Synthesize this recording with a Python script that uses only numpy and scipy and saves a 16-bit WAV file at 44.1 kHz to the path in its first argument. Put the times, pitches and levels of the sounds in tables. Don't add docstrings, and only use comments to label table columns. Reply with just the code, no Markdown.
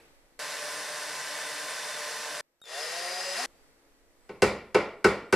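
import sys
import numpy as np
from scipy import signal
from scipy.fft import rfft, irfft, next_fast_len
from scipy.io import wavfile

SR = 44100
rng = np.random.default_rng(int(sys.argv[2]) if len(sys.argv) > 2 else 0)


def unload_audio(sound):
    columns = np.transpose(np.atleast_2d(sound))
    steps = np.round(np.clip(columns, -1, 1) * 32767)
    wavfile.write(sys.argv[1], SR, steps.astype(np.int16))


N = 236331
TIME = np.arange(N) / SR
FFT_SIZE = next_fast_len(N + SR // 2)
BIN_HZ = np.maximum(np.arange(FFT_SIZE // 2 + 1) * SR / FFT_SIZE, 1)

# (start [s], first hiss [dB], settled hiss [dB], settling time [s], rumble [dB])
ROOM_LEVELS = [(0, -58, -67, .08, -70), (.390, -74, -74, 1, -88), (2.411, -79, -79, 1, -94),
               (2.66, -74, -74, 1, -84), (3.461, -63, -68.5, .35, -69)]
# (frequency [Hz], relative level [dB])
HISS_COLOUR = [(29, -32), (50, -16.5), (125, -20.5), (147, -11), (177, -18), (246, -11), (276, -19),
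               (304, -9), (384, -16.5), (421, -7), (571, -11), (1080, -18), (2120, -19.5), (2750, -25),
               (13500, -33)]
RUMBLE_COLOUR = [(8, -3), (18, -6), (40, -7), (70, -17), (120, -47)]
# (frequency [Hz], level against the hiss [dB])
HUM_LINES = [(277, -12), (346, -11.5), (553, -15), (1949, -19.5), (7957, -22)]
# (start [s], end [s], first pitch [Hz], last pitch [Hz], level [dB])
WHISTLES = [(3.54, 3.62, 4690, 4670, -81), (4.31, 4.40, 10600, 10300, -84), (4.645, 4.71, 9800, 8950, -85)]

# (time [s], strength [dB], hardness [dB], thud of the bench [dB], clank of the vice [dB])
BLOWS = [(4.293, -32.5, -8, -1.5, -7), (4.422, -12, 0.5, 2.5, -3.5), (4.747, -10.5, -5.5, -8, -2),
         (5.045, -12, -1, 0, 5), (5.327, -14.5, 1, 1.5, 2)]
MODE_HZ = [93, 202, 314, 345, 378, 424, 483, 512, 576, 775, 900, 1045, 1085, 1260, 1300, 1402, 1475, 1499,
           1913, 2126, 2191, 2293, 2340, 2710]
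# (relative level [dB], t60 [s])
MODE_RING = [(-19.5, 0.26), (-14.5, 0.32), (-6.5, 0.045), (-10, 0.26), (-3.5, 0.19), (-5.5, .4), (-40, 0.2),
             (-9, 0.28), (-23, 0.26), (-10.5, 0.081), (-9, 0.078), (-21, 0.12), (-35, 0.087), (-18, 0.081),
             (-16.5, 0.24), (-20, 0.58), (-7, 0.074), (1, 0.042), (-21, 0.58), (-43, 0.3), (-36, 0.14),
             (-20, 0.15), (-20, 0.17), (-14.5, 0.11)]
# (frequency [Hz], relative level [dB])
TAIL_COLOUR = [(60, -12), (95, -11), (130, -15.5), (200, -9.5), (270, -13.5), (430, 0), (700, -13),
               (1100, -13), (1420, -19.5), (1720, -15.5), (2250, -11.5), (2900, -26), (5000, -25.5),
               (8000, -28), (13500, -47.5)]
# (frequency [Hz], t60 [s])
TAIL_T60 = [(60, 0.45), (160, 0.49), (420, 0.46), (1100, 0.48), (2910, 0.48), (7680, 0.3)]
# (frequency [Hz], gain [dB], t60 [s])
TAIL_RINGS = [(1490, 3, 0.015), (2372, 4, 0.03), (5330, -4.5, 0.0024)]
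THUD_BELOW_HZ, CLANK_HZ, CLANK_WIDTH_HZ = 260, 1450, 350

# (cut in [s], cut out [s])
CUTS = dict(steady=(.390, 2.411), runup=(2.6, 3.461))
# (time [s], level [dB], ring [Hz])
TRIGGER_CLICKS = [(2.602, -64, 6000), (2.616, -44, 1300), (2.640, -49, 1500), (2.655, -43, 5200)]
# (start [s], pitch [Hz], level [dB])
WHINE_STEPS = [(2.616, 3750, -59), (2.640, 3570, -58), (2.657, 3480, -56), (2.74, 3520, -51)]
WHINE_HARMONICS_DB = [0, -7, -17]
# (time [s], shaft rate [Hz], gear noise [dB])
RUNUP_SPEED = [(2.63, 104.6, -55), (2.67, 114.3, -48), (2.73, 129, -40), (2.81, 151.5, -36),
               (2.87, 161, -36.5), (2.98, 173, -35.5), (3.16, 182, -36.5), (3.36, 188.5, -35.5),
               (3.368, 210, -32.5), (3.406, 245.2, -33), (3.46, 276, -32.5)]
# (order [x shaft rate], peak level [dB], housing resonance [Hz], width [Hz])
MESH_ORDERS = [(27, -43, 4950, 520), (33, -44.5, 5160, 360), (42, -52, 7800, 250), (6, -52, 1070, 80),
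               (2, -58, 370, 60)]
# (order [x shaft rate]), and for each (relative level [dB])
LOW_ORDERS = [3, 4, 5]
LOW_ORDERS_DB = [0, -2.5, -2]
# (frequency [Hz], level against the gear noise [dB])
HOUSING_RESPONSE = [(330, -36), (400, -17.5), (490, -12), (525, -12), (560, -8.5), (650, -9.5), (725, -4.5),
                    (770, -18), (850, -46), (980, -10), (1100, -18)]

# (time [s], pitch [Hz], level [dB])
BRIGHTEST_WHINE = [(.4, 8888, -60), (.86, 8938, -56), (2.0, 8922, -57), (2.4, 8916, -63)]
BRIGHTEST_ORDER = 60
# (order [x shaft rate]), and for each (level [dB])
STRONG_ORDERS = [3.07, 7, 10.63, 12, 13.1, 15, 17, 18, 20, 24, 25, 30, 38, 84]
STRONG_DB = [-61, -56, -57, -59, -55, -59, -61, -60, -62, -56, -61.5, -59, -57, -74]
EVEN_RUNS = [(2, 10), (48, 64)]
EVEN_DB, EVEN_FALL_DB = [-44, -51], [1.4, .2]
# (frequency [Hz], relative level [dB])
RUNUP_COLOUR = [(35, -80), (60, -43), (121, -38), (182, -32), (245, -29), (293, -35), (368, -12), (726, -7),
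                (813, -11), (1920, -8), (3470, -14), (4870, -9.5), (6250, -14.5), (10800, -20.5),
                (13500, -36.5)]
STEADY_COLOUR = [(35, -87), (70, -35), (150, -20), (250, -19), (340, -22.5), (440, -5.5), (700, -6),
                 (1020, -8), (1760, -4.5), (2360, -7), (3600, -9.5), (5200, -7), (7000, -12), (10000, -14),
                 (13500, -25.5)]
# (frequency [Hz], width [Hz], gain [dB])
RUNUP_BODY = [(576, 20, 0.5), (760, 76, 1), (1875, 114, 7.5), (2750, 31, 10.5), (3320, 10, -17),
              (5030, 130, 6), (8000, 150, -4), (9100, 22, -15)]
STEADY_BODY = [(603, 47, 9.5), (1029, 93, 9.5), (1533, 120, 6.5), (1784, 110, 7), (2004, 43, 6.5)]

# (frequency [Hz], side against mid [dB])
ROOM_WIDTH = [(60, -1), (150, -8), (360, -18), (890, -2.5), (2180, -1.5), (5370, 3), (13200, 1.5)]
BLOW_WIDTH = [(60, -22), (150, -53), (360, -43), (890, -22.5), (2180, -9.5), (5370, -8), (13200, 2)]
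RUNUP_WIDTH = [(60, -6), (150, -24), (360, -37), (890, -33), (2180, -11.5), (5370, -8.5), (13200, 8)]
STEADY_WIDTH = [(60, -31), (150, -42.5), (360, -53), (890, -37.5), (2180, -18), (5370, -8), (13200, 3)]
# (frequency [Hz], mid fed into side [dB])
RUNUP_LEAN = [(300, -52), (1000, -23), (3000, -14.5), (8000, -15), (13000, 2)]


def amp(db):
    return 10 ** (np.asarray(db) / 20)


def rms_one(x):
    return x / np.sqrt(np.mean(x ** 2) + 1e-20)


def in_time(rows):
    times, *columns = np.transpose(rows)
    return [np.interp(TIME, times, column) for column in columns]


def in_steps(rows):
    rows = np.array(rows, float)
    current = np.searchsorted(rows[:, 0], TIME, "right") - 1
    return rows[np.maximum(current, 0)].T


def at_hz(points, hz):
    frequencies, values = np.transpose(points)
    return np.interp(np.log(hz), np.log(frequencies), values)


def phase_of(hz):
    return 2 * np.pi * np.cumsum(hz * np.ones(N)) / SR


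def drift(rate):
    count = int(N * rate // SR + 2)
    return np.interp(TIME * rate, np.arange(count), rng.standard_normal(count))


def tone(phase, rough_db, rate):
    return np.sqrt(2) * np.sin(phase + 2 * np.pi * rng.random()) * amp(rough_db * drift(rate))


def colour(x, spectrum, body=()):
    humps_db = sum(db / (1 + (2 * (BIN_HZ - hz) / width) ** 2) for hz, width, db in body)
    return irfft(rfft(x, FFT_SIZE) * amp(at_hz(spectrum, BIN_HZ) + humps_db), FFT_SIZE)[:N]


def filtered(x, hz, kind):
    return signal.sosfilt(signal.butter(2, hz, kind, fs=SR, output="sos"), x)


def ring(x, hz, t60):
    radius, angle = amp(-60 / (t60 * SR)), 2 * np.pi * hz / SR
    return signal.lfilter([0, np.sin(angle)], [1, -2 * radius * np.cos(angle), radius ** 2], x + 1e-18)


def gate(start, end):
    return np.clip(np.minimum(TIME - start, end - TIME) / 0.003, 0, 1)


def mic_pair(mid, width, spread_s, lean=((20, -90), (20000, -90))):
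    scatter = rng.standard_normal(SR // 4) * np.exp(-TIME[:SR // 4] / spread_s)
    reflections = rfft(scatter / np.linalg.norm(scatter), FFT_SIZE) * amp(at_hz(width, BIN_HZ))
    off_centre = amp(at_hz(lean, BIN_HZ))
    side = irfft(rfft(mid, FFT_SIZE) * (reflections + off_centre), FFT_SIZE)[:N]
    return np.array([mid + side, mid - side])


def rustle():
    noise = rms_one(filtered(rng.standard_normal(N), (1400, 3180), "band"))
    return amp(-65) * noise * np.exp(-TIME / 0.08)


def whistles():
    out = 0
    for start, end, *glide_hz, db in WHISTLES:
        hz = np.interp(TIME, (start, end), glide_hz)
        out += amp(db) * gate(start, end) * tone(phase_of(hz), rough_db=2, rate=30)
    return out


def room_tone():
    start, first_db, settled_db, settling_s, rumble_db = in_steps(ROOM_LEVELS)
    hiss_db = settled_db + (first_db - settled_db) * np.exp((start - TIME) / settling_s)
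    hiss = rms_one(colour(rng.standard_normal(N), HISS_COLOUR)) * amp(.7 * drift(8))
    hum = sum(amp(db) * tone(phase_of(hz), rough_db=3, rate=12) for hz, db in HUM_LINES)
    rumble = amp(rumble_db) * rms_one(colour(rng.standard_normal(N), RUMBLE_COLOUR))
    high_tone = amp(-92) * np.sqrt(2) * np.sin(phase_of(11999))
    room = amp(hiss_db) * (hiss + hum) + rumble + rustle() + whistles()
    return mic_pair(room, ROOM_WIDTH, spread_s=0.072) + high_tone


def blow_colour(hz):
    hard_db, thud_db, clank_db = np.transpose(BLOWS)[2:, :, None]
    treble = hard_db * min(hz, 8000) / 4000
    thud = thud_db / (1 + (hz / THUD_BELOW_HZ) ** 4)
    clank = clank_db / (1 + (2 * (hz - CLANK_HZ) / CLANK_WIDTH_HZ) ** 2)
    return treble + thud + clank


def struck_modes(t):
    impact = signal.unit_impulse(len(t), round(0.0034 * SR))
    muffled = amp(-9 * np.clip((t - 0.033) / 0.006, 0, 1))
    modes = 0
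    for k, (hz, (db, t60)) in enumerate(zip(MODE_HZ, MODE_RING)):
        strength = amp(db + blow_colour(hz) + rng.normal(0, 1.3, (len(BLOWS), 1)))
        damping = muffled if hz > THUD_BELOW_HZ else 1
        modes += (-1) ** k * strength * ring(impact, hz, t60) * damping
    return modes


def crack_and_tail(t):
    shared = 0.89 * rng.standard_normal((2, 1, len(t)))
    noise = shared + 0.95 * rng.standard_normal((2, len(BLOWS), len(t)))
    edges_hz = 44 * 2 ** np.arange(0, 8.5, 1 / 3)
    tail = 0
    for k, (low, high) in enumerate(zip(edges_hz, edges_hz[1:])):
        hz = np.sqrt(low * high)
        band = filtered(noise[k % 2], [low, high], "band")
        crack = 2.12 * np.exp(-t / 0.0068) * np.minimum(hz / 3000, 1)
        dying = amp(-60 * t / at_hz(TAIL_T60, hz)) * np.minimum(t / 0.0043, 1)
        tail += amp(8.5 + at_hz(TAIL_COLOUR, hz) + blow_colour(hz)) * band * (dying + crack)
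    metal = sum(amp(db) * 2 * np.log(1000) / (t60 * SR) * ring(tail, hz, t60)
                for hz, db, t60 in TAIL_RINGS)
    return tail + metal


def hammer():
    t = TIME[:SR // 2]
    sounds = struck_modes(t) + crack_and_tail(t)
    out = np.zeros(N + len(t))
    for (at, db, *_), sound in zip(BLOWS, sounds):
        out[round((at - .002) * SR):][:len(t)] += amp(db) * sound
    out = filtered(out[:N], 60, "high")
    return mic_pair(out, BLOW_WIDTH, spread_s=0.014)


def trigger_clicks():
    clicks, t = np.zeros(N), TIME[:SR // 20]
    for at, db, hz in TRIGGER_CLICKS:
        snap = rng.standard_normal(len(t)) * np.exp(-t / 0.0018)
        clicks[round(at * SR):][:len(t)] += amp(db) * (.6 * snap + .2 * ring(snap, hz, t60=.006))
    return clicks


def current_whine():
    _, hz, level_db = in_steps(WHINE_STEPS)
    whine = sum(amp(level_db + db) * tone(k * phase_of(hz), rough_db=2, rate=40)
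                for k, db in enumerate(WHINE_HARMONICS_DB, 1))
    return whine * gate(WHINE_STEPS[0][0], end=2.8)


def gears(turn, spectrum, body, beat, grit_db):
    contacts = rng.standard_normal(N) * amp(grit_db * drift(900))
    swell = 1 + beat * (np.sin(turn) + np.sin(2 * turn))
    return rms_one(colour(contacts * swell, spectrum, body))


def runup_drill():
    shaft_hz, noise_db = in_time(RUNUP_SPEED)
    turn = phase_of(shaft_hz)
    unbalance = amp(-67) * (shaft_hz / 185) ** 5.2 * tone(turn, rough_db=0.5, rate=66)
    low = sum(amp(noise_db + db + at_hz(HOUSING_RESPONSE, k * shaft_hz))
              * tone(k * turn, rough_db=4, rate=45) for k, db in zip(LOW_ORDERS, LOW_ORDERS_DB))
    mesh = sum(amp(db) * tone(k * turn, rough_db=1, rate=29) / (1 + (2 * (k * shaft_hz - hz) / width) ** 4)
               for k, db, hz, width in MESH_ORDERS)
    noise = amp(noise_db) * gears(turn, RUNUP_COLOUR, RUNUP_BODY, beat=0.085, grit_db=0.5)
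    fade_in = np.clip((TIME - 2.63) / 0.06, 0, 1)
    drill = fade_in * (unbalance + low + mesh + noise) + current_whine() + trigger_clicks()
    return mic_pair(drill, RUNUP_WIDTH, spread_s=0.037, lean=RUNUP_LEAN) * gate(*CUTS["runup"])


def steady_drill():
    brightest_hz, brightest_db = in_time(BRIGHTEST_WHINE)
    shaft_hz = brightest_hz / BRIGHTEST_ORDER
    turn = phase_of(shaft_hz * (1 + 0.00056 * drift(25.04)))
    orders = {BRIGHTEST_ORDER: brightest_db, **dict(zip(STRONG_ORDERS, STRONG_DB))}
    for (first, last), db, fall_db in zip(EVEN_RUNS, EVEN_DB, EVEN_FALL_DB):
        for k in range(first, last + 1, 2):
            orders.setdefault(k, db - fall_db * (k - first) + at_hz(STEADY_COLOUR, k * shaft_hz.mean()))
    tones = sum(amp(db + 2.2 * drift(4.27)) * tone(k * turn, rough_db=3.5, rate=34)
                for k, db in orders.items())
    noise = amp(-37) * gears(turn, STEADY_COLOUR, STEADY_BODY, beat=0.086, grit_db=1.0)
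    unbalance = amp(-71.5) * tone(turn, rough_db=4.5, rate=21)
    return mic_pair(noise + tones + unbalance, STEADY_WIDTH, spread_s=0.0083) * gate(*CUTS["steady"])


def scene():
    return steady_drill() + runup_drill() + hammer() + room_tone()


def record(dry):
    rounded = .8 * np.tanh(dry / .8)
    return signal.sosfilt(signal.ellip(10, .5, 60, 13650, fs=SR, output="sos"), rounded)


dry = scene()
out = record(dry)
unload_audio(out)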